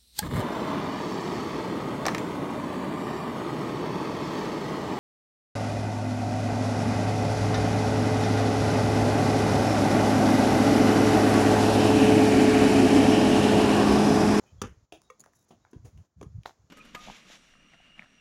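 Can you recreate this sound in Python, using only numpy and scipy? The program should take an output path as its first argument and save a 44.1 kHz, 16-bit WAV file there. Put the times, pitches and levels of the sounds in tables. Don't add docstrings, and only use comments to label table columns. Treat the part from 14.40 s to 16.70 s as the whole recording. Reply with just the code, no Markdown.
import sys
import numpy as np
from scipy import signal
from scipy.fft import rfft, irfft
from scipy.io import wavfile
from scipy.ndimage import uniform_filter1d

SR = 44100
rng = np.random.default_rng(int(sys.argv[2]) if len(sys.argv) > 2 else 0)


def waveform_to_disk(signal):
    frames = np.transpose(np.atleast_2d(signal))
    scaled = np.clip(frames, -1, 1) * 32767
    samples = np.round(scaled).astype(np.int16)
    wavfile.write(sys.argv[1], SR, samples)


N = 101429
T = np.arange(N) / SR


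def amp(db):
    return 10 ** (np.asarray(db) / 20)


def unit(x):
    return x / np.sqrt(np.sum(x ** 2) + 1e-18)


def add(out, start, x):
    i = max(int(round(start * SR)), 0)
    out[i:i + len(x)] += x[:max(len(out) - i, 0)]


def fall(t60):
    return np.exp(-np.log(1000) * T[:SR // 4] / max(t60, 1e-3))


def swell(start, length):
    return np.sqrt(np.abs(np.sin(np.pi * np.clip((T - start) / length, 0, 1))))


def band(x, hz, octaves, order=1):
    edges = np.clip([hz * 2 ** (-octaves / 2), hz * 2 ** (octaves / 2)], 10, SR / 2 - 1)
    return signal.sosfilt(signal.butter(order, edges, "bandpass", fs=SR, output="sos"), x)


def colour(x, spectrum, size=2048):
    hz, db = np.array(spectrum, float).T
    grid = np.maximum(np.arange(size // 2 + 1) * SR / size, 1)
    gain = amp(np.interp(np.log(grid), np.log(hz), db))
    cepstrum = irfft(np.log(gain))
    cepstrum[1:size // 2] *= 2
    cepstrum[size // 2 + 1:] = 0
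    return signal.fftconvolve(x, irfft(np.exp(rfft(cepstrum))))[:len(x)]


def noise(spectrum):
    return unit(colour(rng.standard_normal(N), spectrum)) * np.sqrt(N)


def crunch(t60, grain):
    env = fall(t60)
    out = grain * unit(env * rng.standard_normal(len(env)))
    out[0] += 1
    return out


def contact(spectrum, t60, grain):
    return unit(colour(crunch(t60, grain), spectrum))


def ring(modes):
    t = T[:SR // 4]
    return sum((-1) ** k * amp(db) * fall(t60) * np.sin(2 * np.pi * hz * t)
               for k, (hz, db, t60) in enumerate(modes))


def wash(spectrum, t60, build_s):
    env = fall(t60)
    env *= 1 - np.exp(-(T[:len(env)] / build_s) ** 2)
    return unit(colour(env * rng.standard_normal(len(env)), spectrum))


# f/Hz, level/dB
AIR_SPECTRUM = [(25, -3), (80, 10), (200, 5), (1200, -5), (2800, -17.5), (5200, -13), (7000, -8),
                (8000, -28.5), (13000, -31), (15300, -28.5)]
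# t/s, level/dB
AIR_CURVE = [(0, -64), (.45, -72), (.47, -82), (.515, -81.5), (.535, -69.5), (.9, -71.5), (1.655, -70.5),
             (1.68, -82.5), (1.76, -81.5), (1.8, -71.5), (2.3, -71.5)]
def air():
    times, db = np.array(AIR_CURVE).T
    return noise(AIR_SPECTRUM) * amp(np.interp(T, times, db))


# delay/s, level/dB
WALL_ECHOES = [(.0190, -12.5), (0.0357, -11.5), (.0500, -17)]
# f/Hz, level/dB
PATIO_SPECTRUM = [(80, 7), (300, -1.5), (7000, -3)]
def patio(x, wet_db):
    response = wash(PATIO_SPECTRUM, t60=0.16, build_s=0.01)
    for delay, db in WALL_ECHOES:
        add(response, delay, amp([db]))
    return x + amp(wet_db) * signal.fftconvolve(x, unit(response))[:len(x)]


# f/Hz, level/dB
GRIT_SPECTRUM = [(1500, -16.5), (4000, -8), (6800, 5.5), (8000, -13.5), (9800, -2), (13500, -29.5),
                 (15300, -6.5)]
# t/s, body level/dB, body f/Hz, grit level/dB
TILE_TAPS = [(.038, -37.5, 694, -48.5), (0.618, -42, 1010, -37), (.8388, -33, 1300, -41),
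             (0.8436, -48, 1403, -41), (0.8608, -30.5, 770, -41), (0.935, -43, 1340, -52),
             (1.2503, -32.5, 1010, -57), (1.576, -43, 2350, -50.5), (2.034, -38, 2700, -43.5)]
def taps():
    out = np.zeros(N)
    for start, body_db, hz, grit_db in TILE_TAPS:
        body = unit(band(crunch(t60=0.0078, grain=4.9), hz, octaves=0.98, order=2))
        grit = contact(GRIT_SPECTRUM, t60=0.0072, grain=1.0)
        add(out, start, patio(amp(body_db) * body + amp(grit_db) * grit, wet_db=-6))
    return out


# f/Hz, level/dB
SOLE_SPECTRUM = [(70, -14), (170, 11), (700, 0), (1300, -11.5), (3000, -15), (5000, -25.5)]
# t/s, rise/s, t60/s, sole level/dB, grit level/dB
SLIDES = [(.05, 0.023, 0.1, -66.5, -82), (.797, 0.0022, 0.19, -59, -87), (1.081, 0.01, 0.07, -66, -66.5),
          (1.444, 0.011, 0.19, -52.5, -61.5), (1.572, 0.002, 0.3, -63, -76)]
def scuffs():
    out = np.zeros(N)
    for start, rise, t60, sole_db, grit_db in SLIDES:
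        attack = np.clip((T - start) / rise, 0, 1)
        decay = np.exp(-np.log(1000) * np.maximum(T - start - rise, 0) / t60)
        friction = amp(sole_db) * noise(SOLE_SPECTRUM) + amp(grit_db) * noise(GRIT_SPECTRUM)
        out += attack * decay * friction
    return out


# t/s, length/s, f/Hz, level/dB
FAR_NOTES = [(0.053, 0.075, 2480, -73.5), (.06, 0.066, 3070, -73.5), (0.177, 0.038, 3270, -73.5),
             (0.617, 0.12, 3780, -79.5), (0.948, 0.092, 3820, -83.5), (1.208, 0.054, 3830, -85.5)]
def whistles(width_hz=150):
    out = np.zeros(N)
    for start, length, hz, db in FAR_NOTES:
        note = band(rng.standard_normal(N), hz, np.log2(1 + width_hz / hz), order=2)
        out += amp(db) * swell(start, length) * unit(note) * np.sqrt(N)
    return out


# t/s, length/s, level/dB
MIC_GUSTS = [(0.119, 0.088, -52), (.25, .085, -51.5), (0.367, 0.026, -54.5), (0.425, 0.022, -59),
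             (1.126, 0.16, -71.5), (1.373, .13, -53.5), (1.534, 0.0873, -48), (1.767, 0.258, -51),
             (2.19, 0.077, -63)]
# f/Hz, level/dB
WIND_SPECTRUM = [(20, -51.5), (40, -24), (58, -1), (95, 0.5), (130, -8.5), (200, -17), (300, -37.5),
                 (800, -71)]
# t/s, f/Hz, level/dB, half length/s
MIC_BUFFETS = [(1.3662, 112, -34.5, 0.0044), (1.452, 116, -43.5, 0.012), (1.868, 126, -34, 0.0053),
               (1.96, 101, -35, 0.013), (1.9870, 117, -32, 0.0052)]
def wind(edge_s=0.016):
    def ramp(t):
        return np.clip(t / edge_s + 0.5, 0, 1)
    force = sum(amp(db) * ramp(T - start) * ramp(start + length - T) for start, length, db in MIC_GUSTS)
    eddies = noise(WIND_SPECTRUM)
    running_rms = np.sqrt(uniform_filter1d(eddies ** 2, size=1800) + 1e-9)
    out = force * eddies / running_rms
    for centre, hz, db, half_length in MIC_BUFFETS:
        t = T - centre
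        out += amp(db) * np.exp(-(t / half_length) ** 2) * np.sin(2 * np.pi * hz * t)
    return out


# f/Hz, level/dB, t60/s
BALL_RING = [(92, -7.5, 0.091), (228, 0.5, 0.062), (408, -1.5, 0.068), (503, -5.5, .05), (813, -8.5, .04),
             (1162, 2.5, 0.02), (1322, 0, 0.014), (2662, -13, 0.043), (3515, -6, 0.025), (4765, -9, 0.037),
             (6130, -4.5, 0.032), (6940, -11, 0.047)]
# f/Hz, level/dB
CRACK_SPECTRUM = [(200, 3), (700, -15.5), (1400, 10.5), (1900, -11.5), (3300, -2.5), (4100, -11.5),
                  (6200, -2.5), (8000, -14), (9700, -10), (13500, -25.5), (15300, -15)]
# f/Hz, level/dB
BOUNCE_SCATTER = [(70, 12.5), (230, 1), (450, 5.5), (750, -10.5), (1300, 0), (2000, -7.5), (3100, -10),
                  (4100, -28.5), (6400, -11.5), (8000, -29.5), (9700, -25), (13000, -36.5)]
# delay/s, level/dB, low-pass f/Hz
RELEASE_AND_ECHOES = [(.0100, -4.5, 265), (.0198, -7, 1700), (.0232, -4.5, 464), (.0308, -11.5, 2340),
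                      (0.0396, -16, 1500), (0.053, -22, 3000)]
def bounce(start=0.2164, contact_s=0.0098):
    out = np.zeros(N)
    pressing = np.exp(-(T[:SR // 4] / contact_s) ** 2)
    crack = unit(colour(pressing * rng.standard_normal(len(pressing)), CRACK_SPECTRUM))
    hit = amp(-29) * ring(BALL_RING) + amp(-9) * crack
    add(out, start, hit + amp(-11) * wash(BOUNCE_SCATTER, t60=0.24, build_s=0.02))
    for delay, db, cutoff_hz in RELEASE_AND_ECHOES:
        dulled = signal.lfilter(*signal.butter(1, cutoff_hz, fs=SR), hit)
        add(out, start + delay, amp(db) * dulled)
    return out


# f/Hz, level/dB
SCRAPE_SPECTRUM = [(500, -21.5), (1800, -11.5), (2600, -2.5), (3400, -4), (4100, -14), (8000, -34.5)]
# t/s, thump f/Hz, thump level/dB,
# slap f/Hz, slap level/dB, scrape level/dB, grit level/dB, contact t60/s, reflection level/dB
TILE_IMPACTS = [(0.5225, 334, -36.5, 653, -19.5, -19.5, -26.5, 0.024, -2),
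                (1.1062, 243, -42, 746, -26, -37, -40, 0.11, -7),
                (1.3311, 333, -39.5, 890, -33.5, -39.5, -41.5, 0.025, -3),
                (1.8123, 393, -29, 1060, -23.5, -31, -30, 0.017, -10),
                (1.8270, 310, -36, 1075, -25.5, -34.5, -30, 0.032, -13)]
def tile_impacts():
    out = np.zeros(N)
    for start, hz, thump_db, slap_hz, slap_db, scrape_db, grit_db, t60, wet_db in TILE_IMPACTS:
        body = unit(band(crunch(t60, grain=1.57), hz, octaves=0.96, order=2))
        thump = ring([(hz, thump_db, 0.035)]) + amp(thump_db + 15.5) * body
        thump = signal.sosfilt(signal.butter(2, hz / 2, "highpass", fs=SR, output="sos"), thump)
        slap = band(crunch(t60, grain=3.6), slap_hz, octaves=0.37)
        slap = amp(slap_db) * unit(signal.lfilter(*signal.butter(2, 2 * slap_hz, fs=SR), slap))
        scrape = amp(scrape_db) * contact(SCRAPE_SPECTRUM, t60, grain=4.0)
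        grit = amp(grit_db) * contact(GRIT_SPECTRUM, t60, grain=4.0)
        onset = 1 - fall(t60=0.0082)
        add(out, start, patio(-(thump + slap + scrape + grit) * onset, wet_db))
    return out


# f/Hz, level/dB, t60/s
HOLLOW_MODES = [(437, -8, 0.073), (505, -2.5, 0.091), (1050, -3.5, 0.055), (1222, 7.5, 0.025),
                (1890, -11.5, 0.062), (2225, 2.5, 0.022), (2700, -6.5, 0.026), (3420, -10, 0.024)]
def knock(start=0.7003):
    out = np.zeros(N)
    tick = contact(GRIT_SPECTRUM, t60=0.03, grain=3.6)
    hit = amp(-42.5) * ring(HOLLOW_MODES) + amp(-29.5) * tick
    onset = 1 - fall(t60=0.012)
    add(out, start, patio(hit * onset, wet_db=-12.5))
    return out


# t/s, level/dB, t60/s
SLIPS = [(0.7957, -32, 0.02), (0.8037, -25, 0.02), (0.811, -30.5, 0.027)]
# f/Hz, level/dB
SQUEAK_SPECTRUM = [(3300, -32), (4400, -7), (5600, -20), (6850, 5), (8000, -17), (9600, -6), (12000, -17)]
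def squeaks():
    out = np.zeros(N)
    for start, db, t60 in SLIPS:
        add(out, start, patio(amp(db) * contact(SQUEAK_SPECTRUM, t60, grain=8.5), wet_db=-24))
    return out


# t/s, length/s, level/dB
RUBS = [(0.925, 0.13, -71), (1.309, 0.011, -74)]
# f/Hz, level/dB
RUSTLE_SPECTRUM = [(4000, -27), (5800, 12), (7500, 6.5), (9000, -13), (10700, 8), (13300, -9), (14500, -1)]
def rustle(flutter_hz=140, flutter_db=5):
    knots = rng.standard_normal(2000)
    flutter = np.interp(T * flutter_hz, np.arange(len(knots)), knots)
    env = sum(amp(db) * swell(start, length) for start, length, db in RUBS)
    return noise(RUSTLE_SPECTRUM) * amp(flutter_db * flutter) * env


# t/s, level/dB
HAND_HITS = [(2.0562, -26), (2.0590, -10)]
# f/Hz, level/dB
PALM_SPECTRUM = [(80, -12), (300, -8), (450, -1), (720, 5), (1150, -4.5), (1900, -9), (2600, -25),
                 (4000, -11.5), (5200, -29), (8500, -40.5)]
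# f/Hz, level/dB
CATCH_SCATTER = [(100, -6.5), (480, -5.5), (720, 3.5), (1100, -6.5), (2600, -14), (6800, -12.5),
                 (8000, -26), (15300, -30)]
def catch():
    out = np.zeros(N)
    for start, db in HAND_HITS:
        slap = amp(db) * contact(PALM_SPECTRUM, t60=0.018, grain=0.53)
        add(out, start, slap)
        for delay, wall_db in WALL_ECHOES:
            add(out, start + delay, amp(wall_db - 6.5) * slap)
    palms_s = HAND_HITS[-1][0]
    add(out, palms_s, amp(-20) * wash(CATCH_SCATTER, t60=0.18, build_s=0.0037))
    return out


def scene():
    play = bounce() + knock() + tile_impacts() + taps() + squeaks() + scuffs() + rustle() + catch()
    outdoors = wind() + whistles() + air()
    return (play + outdoors)[None]


def record(dry, low_hz=32, top_hz=15900):
    dry = signal.sosfilt(signal.butter(2, low_hz, "highpass", fs=SR, output="sos"), dry)
    return signal.sosfilt(signal.ellip(8, 0.2, 70, top_hz, fs=SR, output="sos"), dry)


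dry = scene()
out = record(dry)
waveform_to_disk(out)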